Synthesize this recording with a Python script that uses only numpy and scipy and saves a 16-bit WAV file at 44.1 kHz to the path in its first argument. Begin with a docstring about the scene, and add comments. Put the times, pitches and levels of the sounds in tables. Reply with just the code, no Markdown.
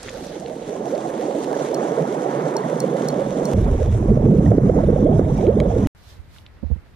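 """A windy rocky shore at night, heard through the two microphone ports of a small camera, in three shots. First
shot: gear snaps and a rustle fades away, then wind swirls over the ports with its bass filtered off. Sea hisses
between the rocks, bubbles pop, a fishing reel ticks, water begins to trickle and the camera chirps faintly.
After a hard cut the wind roars in full and trips the limiter, water trickles and hard gear knocks. A silent
gap, then a calm spot: light breeze, rustling, dry snaps and bumps on the right port. Air is noise and gliding
tones; hard things are ringing modes."""
import sys
import numpy as np
from scipy import signal
from scipy.fft import rfft, irfft, next_fast_len
from scipy.io import wavfile

SR = 44100
rng = np.random.default_rng(int(sys.argv[2]) if len(sys.argv) > 2 else 0)


def materialize(psi):
    """Save the field psi as 16-bit PCM at rate SR to the path in sys.argv[1].

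    A 1-D psi becomes a single channel; in a 2-D psi each row is a channel.
    """
    bounded = np.clip(np.atleast_2d(psi).T, -1, 1)
    quanta = np.round(bounded * 32767).astype(np.int16)
    wavfile.write(sys.argv[1], SR, quanta)


N = 306495

CUT_S, STOP_S, RESUME_S = 3.5355, 5.8716, 5.9495   # second shot starts, silent gap starts, calm spot starts
HZ = np.maximum(np.fft.rfftfreq(next_fast_len(N), 1 / SR), 1)   # frequency of each spectrum bin

# Levels are those ahead of the limiter; spectra are relative, as each noise is scaled to its own level.
# Light breeze at the ports in the calm spot. Each row: frequency in Hz, relative level in dB per Hz.
BREEZE_SPECTRUM = [(12, -25), (25, -9.5), (75, -0.5), (140, -11), (300, -20), (900, -27), (2000, -28.5),
                   (3000, -38.5), (6000, -65)]
BREEZE_DB = -47.5

# A rustle at the start that fades away. Each row: time in seconds, level in dB.
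OPENING_RUSTLE_LEVEL = [(0, -54), (.3, -51), (.6, -78)]
# Colour of that rustle. Each row: frequency in Hz, relative level in dB per Hz.
OPENING_RUSTLE_SPECTRUM = [(700, -25.5), (1500, -21.5), (4000, 2), (6200, -4), (7200, -32.5), (15000, -24)]
# Colour of the later cloth. Each row: frequency in Hz, relative level in dB per Hz.
CLOTH_SPECTRUM = [(900, 0.5), (2000, -5), (4000, 0.5), (7400, -10.5), (13300, -12.5), (15000, -16.5),
                  (16000, -49)]
# Strokes of cloth. Each row: time of the peak in seconds, level in dB.
CLOTH_STROKES = [(4.685, -67), (6.099, -54.5), (6.37, -57.5)]
CALM_FLOOR_DB, STROKE_RISE_DB_PER_S, STROKE_FALL_DB_PER_S = -68.5, 79, 115

# Sea between the rocks, first and second shot. Each row: frequency in Hz, relative level in dB per Hz.
SEA_SPECTRA = [
    [(880, -6), (1500, -0.5), (2550, -8), (3400, -6.5), (5000, -13), (6060, -5.5), (8750, -13),
     (10000, -15.5), (12700, -23.5), (15000, -87)],
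    [(880, -1), (1500, -8), (2210, -12), (2730, -14), (3860, -16.5), (4500, -24.5), (5950, -11.5),
     (8410, -19.5), (10000, -22.5), (13500, -34), (15000, -67)],
]
# How alike the sea is at both ports. Each row: frequency in Hz, left-right likeness from -1 to 1.
SEA_LIKENESS = [(1500, 0.57), (3800, 0.58), (5000, 0.29), (6500, -0.37), (10000, -0.16), (12000, 0.018)]
# Level of the sea: slow swells and short dips, before a small lift at each port. Each row: time in seconds,
# level in dB.
SURF_LEVEL = [(0, -47.5), (.55, -51.5), (1.35, -46.5), (1.85, -47.5), (4.0, -48), (4.2, -51.5),
              (4.57, -47.5), (4.6, -56), (4.685, -45.5), (4.71, -49.5), (5.15, -51.5), (5.4, -46),
              (5.55, -53.5), (5.86, -46.5)]
# Patches of trickling between the stones. Each row: start in seconds, end in seconds, base level in dB.
TRICKLE_PATCHES = [(2.597, 3.95, -61.5), (4.85, 5.852, -63)]
TRICKLE_HZ = 3364
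# Bubbles popping in the wash. Each row: start in seconds, peak level in dB, pitch in Hz.
BUBBLE_POPS = [(0.757, -35, 1010), (1.539, -34, 1680), (2.554, -21.5, 890), (2.633, -33, 1880),
               (4.459, -34, 1830), (5.846, -37, 1905), (5.858, -40, 2950)]
POP_CYCLES, POP_RISE_OCTAVES = 18, 0.061

# Camera chirp, before its tilt to the right. Each row: pitch in Hz, mean peak level in dB.
CHIRP_TONES = [(9850, -57), (11300, -72)]
CHIRP_FIRST_S, CHIRP_PER_S = .0105, 30

# Dry snaps of gear and cloth. Each row: start in seconds, peak level in dB, centre of the band in Hz.
DRY_SNAPS = [(0.0298, -27, 6500), (0.083, -24.5, 1600), (0.0897, -23.5, 2500), (0.094, -26.5, 5450),
             (0.267, -33, 5340), (0.398, -33, 6500), (0.46, -31.5, 3130), (0.951, -32, 3860),
             (6.361, -43, 1700), (6.384, -36, 3370), (6.463, -33.5, 3200)]
SNAP_OCTAVES, SNAP_T60_S = 0.94, 0.016
# Knocks of hard gear. 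Each row: time in seconds, strength in dB.
GEAR_KNOCKS = [(5.411, -38.5), (5.4676, -35), (5.602, -24)]
# Modes of the gear. Each row: pitch in Hz, relative level in dB, 60 dB decay time in seconds.
GEAR_MODES = [(1140, -2.5, 0.017), (4700, -16, 0.006), (2230, 4, 0.01), (3200, -1.5, 0.01),
              (3910, -7.5, 0.018), (6500, -9.5, 0.0064)]
# Ticks of the fishing reel. Each row: time in seconds, strength in dB, brightness in dB per octave.
REEL_TICKS = [(1.744, -19.5, 13), (2.566, -16, 4), (2.802, -17.5, 17), (3.085, -16, 13), (3.453, -22, 20)]
# Modes of the reel. Each row: pitch in Hz, relative level in dB, 60 dB decay time in seconds.
REEL_MODES = [(4290, -13, .065), (5600, 0, .01), (6300, -5, .006), (7100, -7, .007), (8000, -9, .006),
              (9600, -12, .007), (11500, -22, .006), (14500, -36, .004)]

# Bumps on the right port. Each row: start in seconds, knock peak in dB, thud peak in dB.
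PORT_BUMPS = [(6.177, -36, -26), (6.628, -14.5, -23), (6.634, -18.5, -12.5), (6.664, -26, -23),
              (6.7, -18.5, -9.5), (6.713, -14, -16), (6.758, -21.5, -25.5)]
KNOCK_HZ, KNOCK_S, THUD_HZ, THUD_S, BUMP_SAG_OCTAVES = 210, 0.01, 96, 0.049, 0.91
SCUFF_HZ, SCUFF_T60_S, SCUFF_DB = 530, 0.068, -11.5   # dull scuff trailing each knock; dB against the knock

# Wind on the ports, before gusts. Each row: time in seconds, roar in dB, whirl in dB.
WIND_LEVEL = [(0.0, -50, -40), (0.21, -42.5, -32), (0.8, -41, -26), (1.4, -40, -22), (3.28, -27, -22),
              (3.54, -25.5, -20), (3.57, -24, -27), (3.92, -27.5, -25), (4.3, -13.5, -22),
              (4.8, -15.5, -22.5), (5.4, -20, -19.5), (5.86, -23.5, -22.5)]
# Deep rumble before gusts, low until the first cut. Each row: time in seconds, level in dB.
RUMBLE_LEVEL = [(0, -41.5), (.5, -54.5), (2.9, -63.5), (3.3, -44.5), (3.53, -48), (3.54, -17), (4.5, -18.5),
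                (5.86, -21)]
# The wind's top, above 1 kHz, before gusts. Each row: time in seconds, level in dB.
WIND_TOP_LEVEL = [(.2, -56), (.42, -72), (.9, -47.5), (2.2, -36), (3.5, -42.5), (4.2, -41), (5.86, -40)]
# Wind at the right port. Each row: frequency in Hz, relative level in dB per Hz.
WIND_SPECTRUM = [(12, -35), (20, 3.5), (131, 0.5), (204, -1.5), (367, -9), (487, -8), (584, -11),
                 (729, -12.5), (967, -17.5), (1450, -29.5), (2210, -38.5), (3600, -92)]
# Left port against the right; two paths cancel near 700 Hz. Each row: frequency in Hz, gain in dB.
LEFT_PORT_GAIN = [(40, -1.4), (300, -3.2), (430, -5.5), (560, -10), (690, -18), (800, -11.5), (950, -5.8),
                  (1500, -2)]
# Left port ahead of the right. Each row: frequency in Hz, phase lead in radians.
LEFT_PORT_LEAD = [(40, 0), (500, -.18), (610, 0), (690, .75), (780, 1.75), (1200, 1.95), (2200, 1.2)]
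# Strongest swirls. Each row: start in seconds, peak level in dB, starting pitch in Hz, length in seconds.
STRONG_SWIRLS = [(0.906, -14, 404, 0.07), (1.043, -16, 677, 0.029), (1.529, -9, 455, 0.0037),
                 (2.256, -11, 342, 0.012), (2.542, -16, 530, 0.021), (4.303, -12, 276, 0.045),
                 (4.17, -5, 328, 0.0092), (4.327, -10, 228.5, 0.045), (4.515, -2.5, 381, 0.0084),
                 (4.58, 2, 226, 0.0066), (4.691, -1.5, 314, 0.015), (4.775, -4.5, 307, 0.0064),
                 (4.865, -13, 248.4, 0.051), (5.013, -11.5, 165, 0.075), (5.046, -8, 453, 0.039),
                 (5.078, -8, 322, 0.023), (5.19, -1.5, 223, 0.01), (5.403, -14, 303, 0.084),
                 (5.461, -3, 253, 0.062), (5.564, -8, 236, 0.015), (5.606, -11, 401, 0.025),
                 (5.624, -20.5, 293.5, 0.053), (5.334, -22, 303, 0.05), (5.025, -5.5, 171, 0.01)]
SWIRL_END_HZ = 779   # every swirl glides towards this pitch, by 1.6 octaves at most
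# Buffets at a steady pitch. Each row: start in seconds, peak level in dB, pitch in Hz.
STEADY_BUFFETS = [(1.99, -17, 161), (2.421, -18.5, 152), (4.096, -4.5, 217), (4.11, -6.5, 422),
                  (4.303, -6, 188), (4.469, -5.5, 109.4), (4.832, -9, 587), (4.955, -8.5, 550),
                  (5.118, -10, 153), (5.76, -9, 483), (5.815, -13.5, 210)]
BUFFET_CYCLES = 9.4

LIMIT_DB, LIMIT_SHARE, RECOVER_DB_PER_S, LIMIT_ATTACK_S = -5.5, 0.55, 72, 0.0031
CUTOFF_HZ = 16300


def from_db(db):
    """Gain of a level in dB."""
    return 10 ** (np.asarray(db) / 20)


def rms_one(x):
    """Scaled to rms 1."""
    return x / np.sqrt(np.mean(x ** 2) + 1e-20)


def in_time(rows):
    """Each column of a level table, sample by sample."""
    s, *columns = np.transpose(rows)
    return [np.interp(np.arange(N) / SR, s, c) for c in columns]


def at_hz(points, hz):
    """A spectrum table read on a log frequency axis."""
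    table_hz, value = np.array(points).T
    return np.interp(np.log(hz), np.log(table_hz), value)


def shaped(x, response):
    """Filtered by a response given at HZ."""
    size = next_fast_len(N)
    return irfft(rfft(x, size) * response, size)[..., :N]


def drift(rate_hz):
    """Slow random wandering of spread 1: noise through two one-pole smoothers, at a fortieth of SR."""
    r = np.exp(-80 * np.pi * rate_hz / SR)
    noise = rng.standard_normal(N // 40 + 2002)
    slow = signal.lfilter([1], [1, -2 * r, r * r], noise)[2000:]
    return np.interp(np.arange(N) / 40, np.arange(len(slow)), rms_one(slow))


def glides(rows, turns):
    """Short tones under a smooth hump; each row: start s, peak dB, Hz, octaves slid, length s."""
    out = np.zeros(N + SR)
    for (s, level_db, hz, octaves, length_s), turn in zip(rows, turns):
        u = np.linspace(0, 1, int(np.clip(length_s, .002, .2) * SR))
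        pitch = hz * 2 ** (min(octaves, 1.6) * u)
        phase = 2 * np.pi * (turn + np.cumsum(pitch) / SR)
        out[round(s * SR):][:len(u)] += from_db(level_db) * np.sin(np.pi * u) ** 2 * np.sin(phase)
    return out[:N]


def ringing(hz, t60_s, clicks):
    """One mode of a struck body: a decaying sine started by each click."""
    r, w = from_db(-60 / (t60_s * SR)), 2 * np.pi * hz / SR
    return signal.lfilter([0, np.sin(w)], [1, -2 * r * np.cos(w), r * r], clicks)


def hiss(spectrum, alike, patchy_db, spray_per_s, spray_db):
    """Stereo noise in flickering half-octave bands with sparse spits through it; mono sum at rms 1."""
    out, together = 0, drift(11.0)
    falls = rng.random((2, N)) < spray_per_s / SR
    spits = falls * rng.standard_normal((2, N)) * from_db(spray_db)
    noise = rng.standard_normal((2, N)) + spits
    spec = rfft(noise, next_fast_len(N)) * from_db(at_hz(spectrum, HZ))
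    like = np.clip(alike, -.95, .95)
    # a shared part, and a part of opposite sign at the two ports
    spec = np.sqrt(1 + like) * spec[0] + np.sqrt(1 - like) * spec[1] * [[1], [-1]]
    for octave in np.arange(9, 14.5, .5):
        band = np.clip(1 - np.abs(np.log2(HZ) - octave) / .5, 0, 1)
        flicker = from_db(patchy_db * (together + drift(9.6)))
        out = out + irfft(spec * band, next_fast_len(N))[:, :N] * flicker
    return out / np.std(out.mean(axis=0))


def breeze():
    """Light air over the ports: lumpy noise, mostly its own at each port."""
    air = rms_one(shaped(rng.standard_normal((2, N)), from_db(at_hz(BREEZE_SPECTRUM, HZ))))
    deep = shaped(air, 1 / (1 + (HZ / 300) ** 4))
    air = air + deep * (from_db(1.7 * drift(15.0)) - 1)   # the bass is lumpier
    return (air + 0.2 * air[::-1]) * from_db(BREEZE_DB + 1.8 * drift(3.5))


def rustle(spectrum, level_db):
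    """Rustling, nearer the right port: coloured noise with frequent small spits."""
    cloth_noise = hiss(spectrum, 0, patchy_db=1.2, spray_per_s=150., spray_db=14.)
    return cloth_noise * from_db(level_db + [[-2], [2]])


def cloth():
    """Cloth strokes that swell and fade at steady dB rates; a faint steady rustle in the calm spot."""
    t = np.arange(N) / SR
    cloth_db = np.where(t < RESUME_S, -np.inf, CALM_FLOOR_DB)
    for s, level_db in CLOTH_STROKES:
        slope = np.where(t < s, STROKE_RISE_DB_PER_S, STROKE_FALL_DB_PER_S)
        cloth_db = np.maximum(cloth_db, level_db - slope * np.abs(t - s))
    return rustle(CLOTH_SPECTRUM, cloth_db)


def droplets(count):
    """Small bubbles bursting in the wash: brief rising pips, each at one port, most at the right; rms 1."""
    when, pitch, size, side, turn = rng.random((count, 5)).T
    hz = 1600 * 2 ** (2.2 * pitch)
    level_db = -3 * np.log(np.maximum(size, .03)) - 4 * pitch
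    rows = np.c_[when * STOP_S, level_db, hz, .15 + 0 * hz, 22 / hz]
    at_right = side < .7
    return rms_one(np.array([glides(rows[at_right == k], turn[at_right == k]) for k in (0, 1)]))


def sea():
    """Wash between the rocks: flickering hiss, coloured anew at the cut, with bursting droplets in it."""
    first, second = (hiss(spectrum, at_hz(SEA_LIKENESS, HZ), patchy_db=1.5, spray_per_s=120.0, spray_db=20.0)
                     for spectrum in SEA_SPECTRA)
    wash = np.where(np.arange(N) / SR < CUT_S, first, second)
    wash = wash + from_db(-12.0) * droplets(count=1200)
    return wash * from_db(in_time(SURF_LEVEL)[0] + [[1.2], [2.2]])


def trickle(count):
    """Water running off between stones: droplets of many sizes but nearly one pitch, so pips of varied loudness
    and nearly one pitch."""
    when, pitch, size, turn = rng.random((count, 4)).T
    start, end, base_db = np.array(TRICKLE_PATCHES)[np.arange(count) % len(TRICKLE_PATCHES)].T
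    hz = TRICKLE_HZ * 2 ** (.25 * (pitch - .5))
    level_db = base_db - 3.5 * np.log(np.maximum(size, .03))
    return glides(np.c_[start + when * (end - start), level_db, hz, 0 * hz + .05, 30 / hz], turn)


def bubble_pops():
    """Larger bubbles popping: each a short tone that rises a little."""
    rows = [(s, level_db, hz, POP_RISE_OCTAVES, POP_CYCLES / hz) for s, level_db, hz in BUBBLE_POPS]
    return glides(rows, rng.random(len(rows)))


def camera_chirp():
    """Brief high pips from the camera at a steady rate, mostly on the right."""
    s, out = np.arange(CHIRP_FIRST_S, STOP_S - .02, 1 / CHIRP_PER_S), 0
    for hz, level_db in CHIRP_TONES:
        level_wobble, pitch_wobble, turn = rng.standard_normal((3, len(s)))
        pip_db, pip_hz = level_db + 1.5 * level_wobble, hz * (1 + .006 * pitch_wobble)
        out = out + glides(np.c_[s - .004, pip_db, pip_hz, 0 * s, 0 * s + .009], turn)
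    fade_in = np.minimum(np.arange(N) / SR / 2.0, 1)   # over the first two seconds
    return out * from_db([[-3.], [3.]]) * fade_in


def snaps():
    """Gear and cloth snapping: each a dying puff of noise in a band about an octave wide."""
    out, u = np.zeros((2, N)), np.arange(1200) / SR
    for s, peak_db, hz in DRY_SNAPS:
        shared, own = rng.standard_normal(len(u)), rng.standard_normal((2, len(u)))
        puff = (shared + .5 * own) * from_db(-60 * u / SNAP_T60_S) * np.minimum(u / .0008, 1)
        edges_hz = hz * 2 ** (SNAP_OCTAVES * np.array([-.5, .5]))
        puff = signal.sosfilt(signal.butter(3, edges_hz, "band", fs=SR, output="sos"), puff)
        out[:, round(s * SR):][:, :len(u)] += from_db(peak_db) * puff / np.abs(puff).max()
    return out


def knocks():
    """Hard gear knocking: each knock strikes every mode, with a random sign."""
    out, (s, strength_db) = np.zeros(N), np.transpose(GEAR_KNOCKS)
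    for hz, level_db, t60_s in GEAR_MODES:
        clicks = np.full(N, 1e-18)   # a trace of signal keeps the filter from slowing down
        clicks[np.round(s * SR).astype(int)] = from_db(strength_db + level_db) * rng.choice([-1, 1], len(s))
        out += ringing(hz, t60_s, clicks)
    return out


def reel():
    """Each tick strikes every mode, tilted by its brightness; the left port hears it two samples later."""
    out, (s, strength_db, tilt_db) = np.zeros((2, N)), np.transpose(REEL_TICKS)
    at = np.round(s * SR).astype(int) + 36
    for hz, level_db, t60_s in REEL_MODES:
        blow_db = strength_db + level_db + tilt_db * max(np.log2(hz / 5650), 0)
        clicks = np.full((2, N), 1e-18)
        clicks[0, at + 2] = from_db(blow_db + rng.normal(0, 1.5, len(at)))
        clicks[1, at] = from_db(blow_db + rng.normal(0, 1.5, len(at)))
        # a mode sends out little below its pitch
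        below_off = signal.butter(6, .93 * hz, "high", fs=SR, output="sos")
        out += signal.sosfilt(below_off, ringing(hz, t60_s, clicks))
    return out


def bumps():
    """Bumps on the right port: a short knock and its noisy scuff over a longer thud, both tones sagging."""
    tones, struck = [], np.zeros(N)
    for s, knock_db, thud_db in PORT_BUMPS:
        tones.append((s, knock_db, KNOCK_HZ, -BUMP_SAG_OCTAVES, KNOCK_S))
        tones.append((s, thud_db, THUD_HZ, -BUMP_SAG_OCTAVES, THUD_S))
        struck[round(s * SR)] = from_db(knock_db + SCUFF_DB)
    decay = signal.lfilter([1], [1, -from_db(-60 / (SCUFF_T60_S * SR))], struck)
    dulling = np.sqrt(SR / 2 / SCUFF_HZ) / (1 + (HZ / SCUFF_HZ) ** 4)
    scuff = shaped(decay * rng.standard_normal(N), dulling)
    return (glides(tones, rng.random(len(tones))) + scuff) * [[0], [1]]


def eddies(count, spread_db, length_s, glide):
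    """Eddies shed at random: short tones, mostly rising; small ones are higher, briefer and stronger."""
    when, pitch, size, lasting, slide, turn = rng.random((count, 6)).T
    hz = 35 * 2 ** (4.2 * pitch)
    # stronger with pitch, so that the sum is white
    level_db = 15 * np.log10(hz) - spread_db * np.log(np.maximum(size, .02))
    lasts_s = length_s * (.3 + 2 * lasting ** 2) * (300 / hz) ** .5
    return rms_one(glides(np.c_[when * STOP_S, level_db, hz, glide * (slide - .25), lasts_s], turn))


def swirls():
    """The strongest lumps of wind: swirls gliding in pitch, and buffets that hold theirs."""
    lumps = [(s, level_db, hz, np.log2(SWIRL_END_HZ / hz), length_s)
             for s, level_db, hz, length_s in STRONG_SWIRLS]
    lumps += [(s, level_db, hz, 0, BUFFET_CYCLES / hz) for s, level_db, hz in STEADY_BUFFETS]
    return glides(lumps, rng.random(len(lumps)))


def wind():
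    """Eddies over smooth turbulence in four ranges; after the cut eddies stand out and gusts deepen."""
    (rumble_db,), (top_db,), (roar_db, whirl_db) = map(in_time, (RUMBLE_LEVEL, WIND_TOP_LEVEL, WIND_LEVEL))
    second = np.arange(N) / SR >= CUT_S
    smooth = from_db(np.where(second, 6.5, 11.5)) * rng.standard_normal(N)
    shed = eddies(count=3000, spread_db=-0.2, length_s=0.0276, glide=1.277)
    flow = shaped(shed + smooth, from_db(at_hz(WIND_SPECTRUM, HZ)))
    # the ranges part near 126, 330 and 1000 Hz
    low, high, top = 1 / (1 + (HZ / 126) ** 40), 1 / (1 + (330 / HZ) ** 5), 1 / (1 + (1000 / HZ) ** 8)
    gust_db = np.where(second, 1.8, .8) * drift(9.6)   # quick gusts move all ranges together
    roar = from_db(roar_db + gust_db) * rms_one(shaped(flow, 1 - low - high))
    whirl = from_db(whirl_db + gust_db) * rms_one(shaped(flow, high - top))
    whirl += from_db(top_db + gust_db + 1.9 * drift(3.6)) * rms_one(shaped(flow, top))
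    right = roar + whirl + swirls()
    right = np.where(second, right, shaped(right, 1 - low))   # the bass filter works in the first shot
    right = right + from_db(rumble_db + 0.19 * gust_db) * rms_one(shaped(flow, low))
    to_left = from_db(at_hz(LEFT_PORT_GAIN, HZ)) * np.exp(1j * at_hz(LEFT_PORT_LEAD, HZ))
    left = shaped(right, to_left)
    own = rms_one(shaped(flow[::-1], high))   # turbulence at the left port alone: the flow run backwards
    return np.array([left + own * from_db(whirl_db - 22.5), right])


def cut_steps(t):
    """Offsets at the joins: a step dying away after the cut, and a brief swell up to the silent gap."""
    after_cut = from_db(-16.5) * (t >= CUT_S) * np.exp(-np.abs(t - CUT_S) / 0.0012)
    return after_cut + from_db(-16.0) * np.exp(-np.abs(t - STOP_S) / 0.0059)


def limiter(x):
    """Peaks over the limit pull both channels down; the gain climbs back steadily."""
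    over_db = np.maximum(20 * np.log10(np.abs(x).max(axis=0) + 1e-9) - LIMIT_DB, 0)
    climb = RECOVER_DB_PER_S * np.arange(N) / SR
    held_db = np.maximum.accumulate(over_db + climb) - climb
    r = np.exp(-1 / (LIMIT_ATTACK_S * SR))
    return x * from_db(-np.clip(LIMIT_SHARE, 0, 1) * signal.lfilter([1 - r], [1, -r], held_db))


def scene():
    """The two windy shots, the silent gap, the calm spot."""
    t = np.arange(N) / SR
    before_gap, after_gap = t < STOP_S, t >= RESUME_S
    windy = rustle(OPENING_RUSTLE_SPECTRUM, in_time(OPENING_RUSTLE_LEVEL)[0])
    windy = windy + sea() + trickle(count=500) + bubble_pops()
    windy = windy + camera_chirp() + knocks() + reel() + wind() + cut_steps(t)
    calm = breeze() + bumps()
    return windy * before_gap + calm * after_gap + cloth() * (before_gap | after_gap) + snaps()


def record(dry):
    """Limiter, then the highest peaks rounded, then the top cut."""
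    limited = limiter(dry)
    rounded = limited / (1 + (limited / .95) ** 8) ** (1 / 8)
    return signal.sosfilt(signal.cheby2(12, 70, CUTOFF_HZ, fs=SR, output="sos"), rounded)


dry = scene()
out = record(dry)
materialize(out)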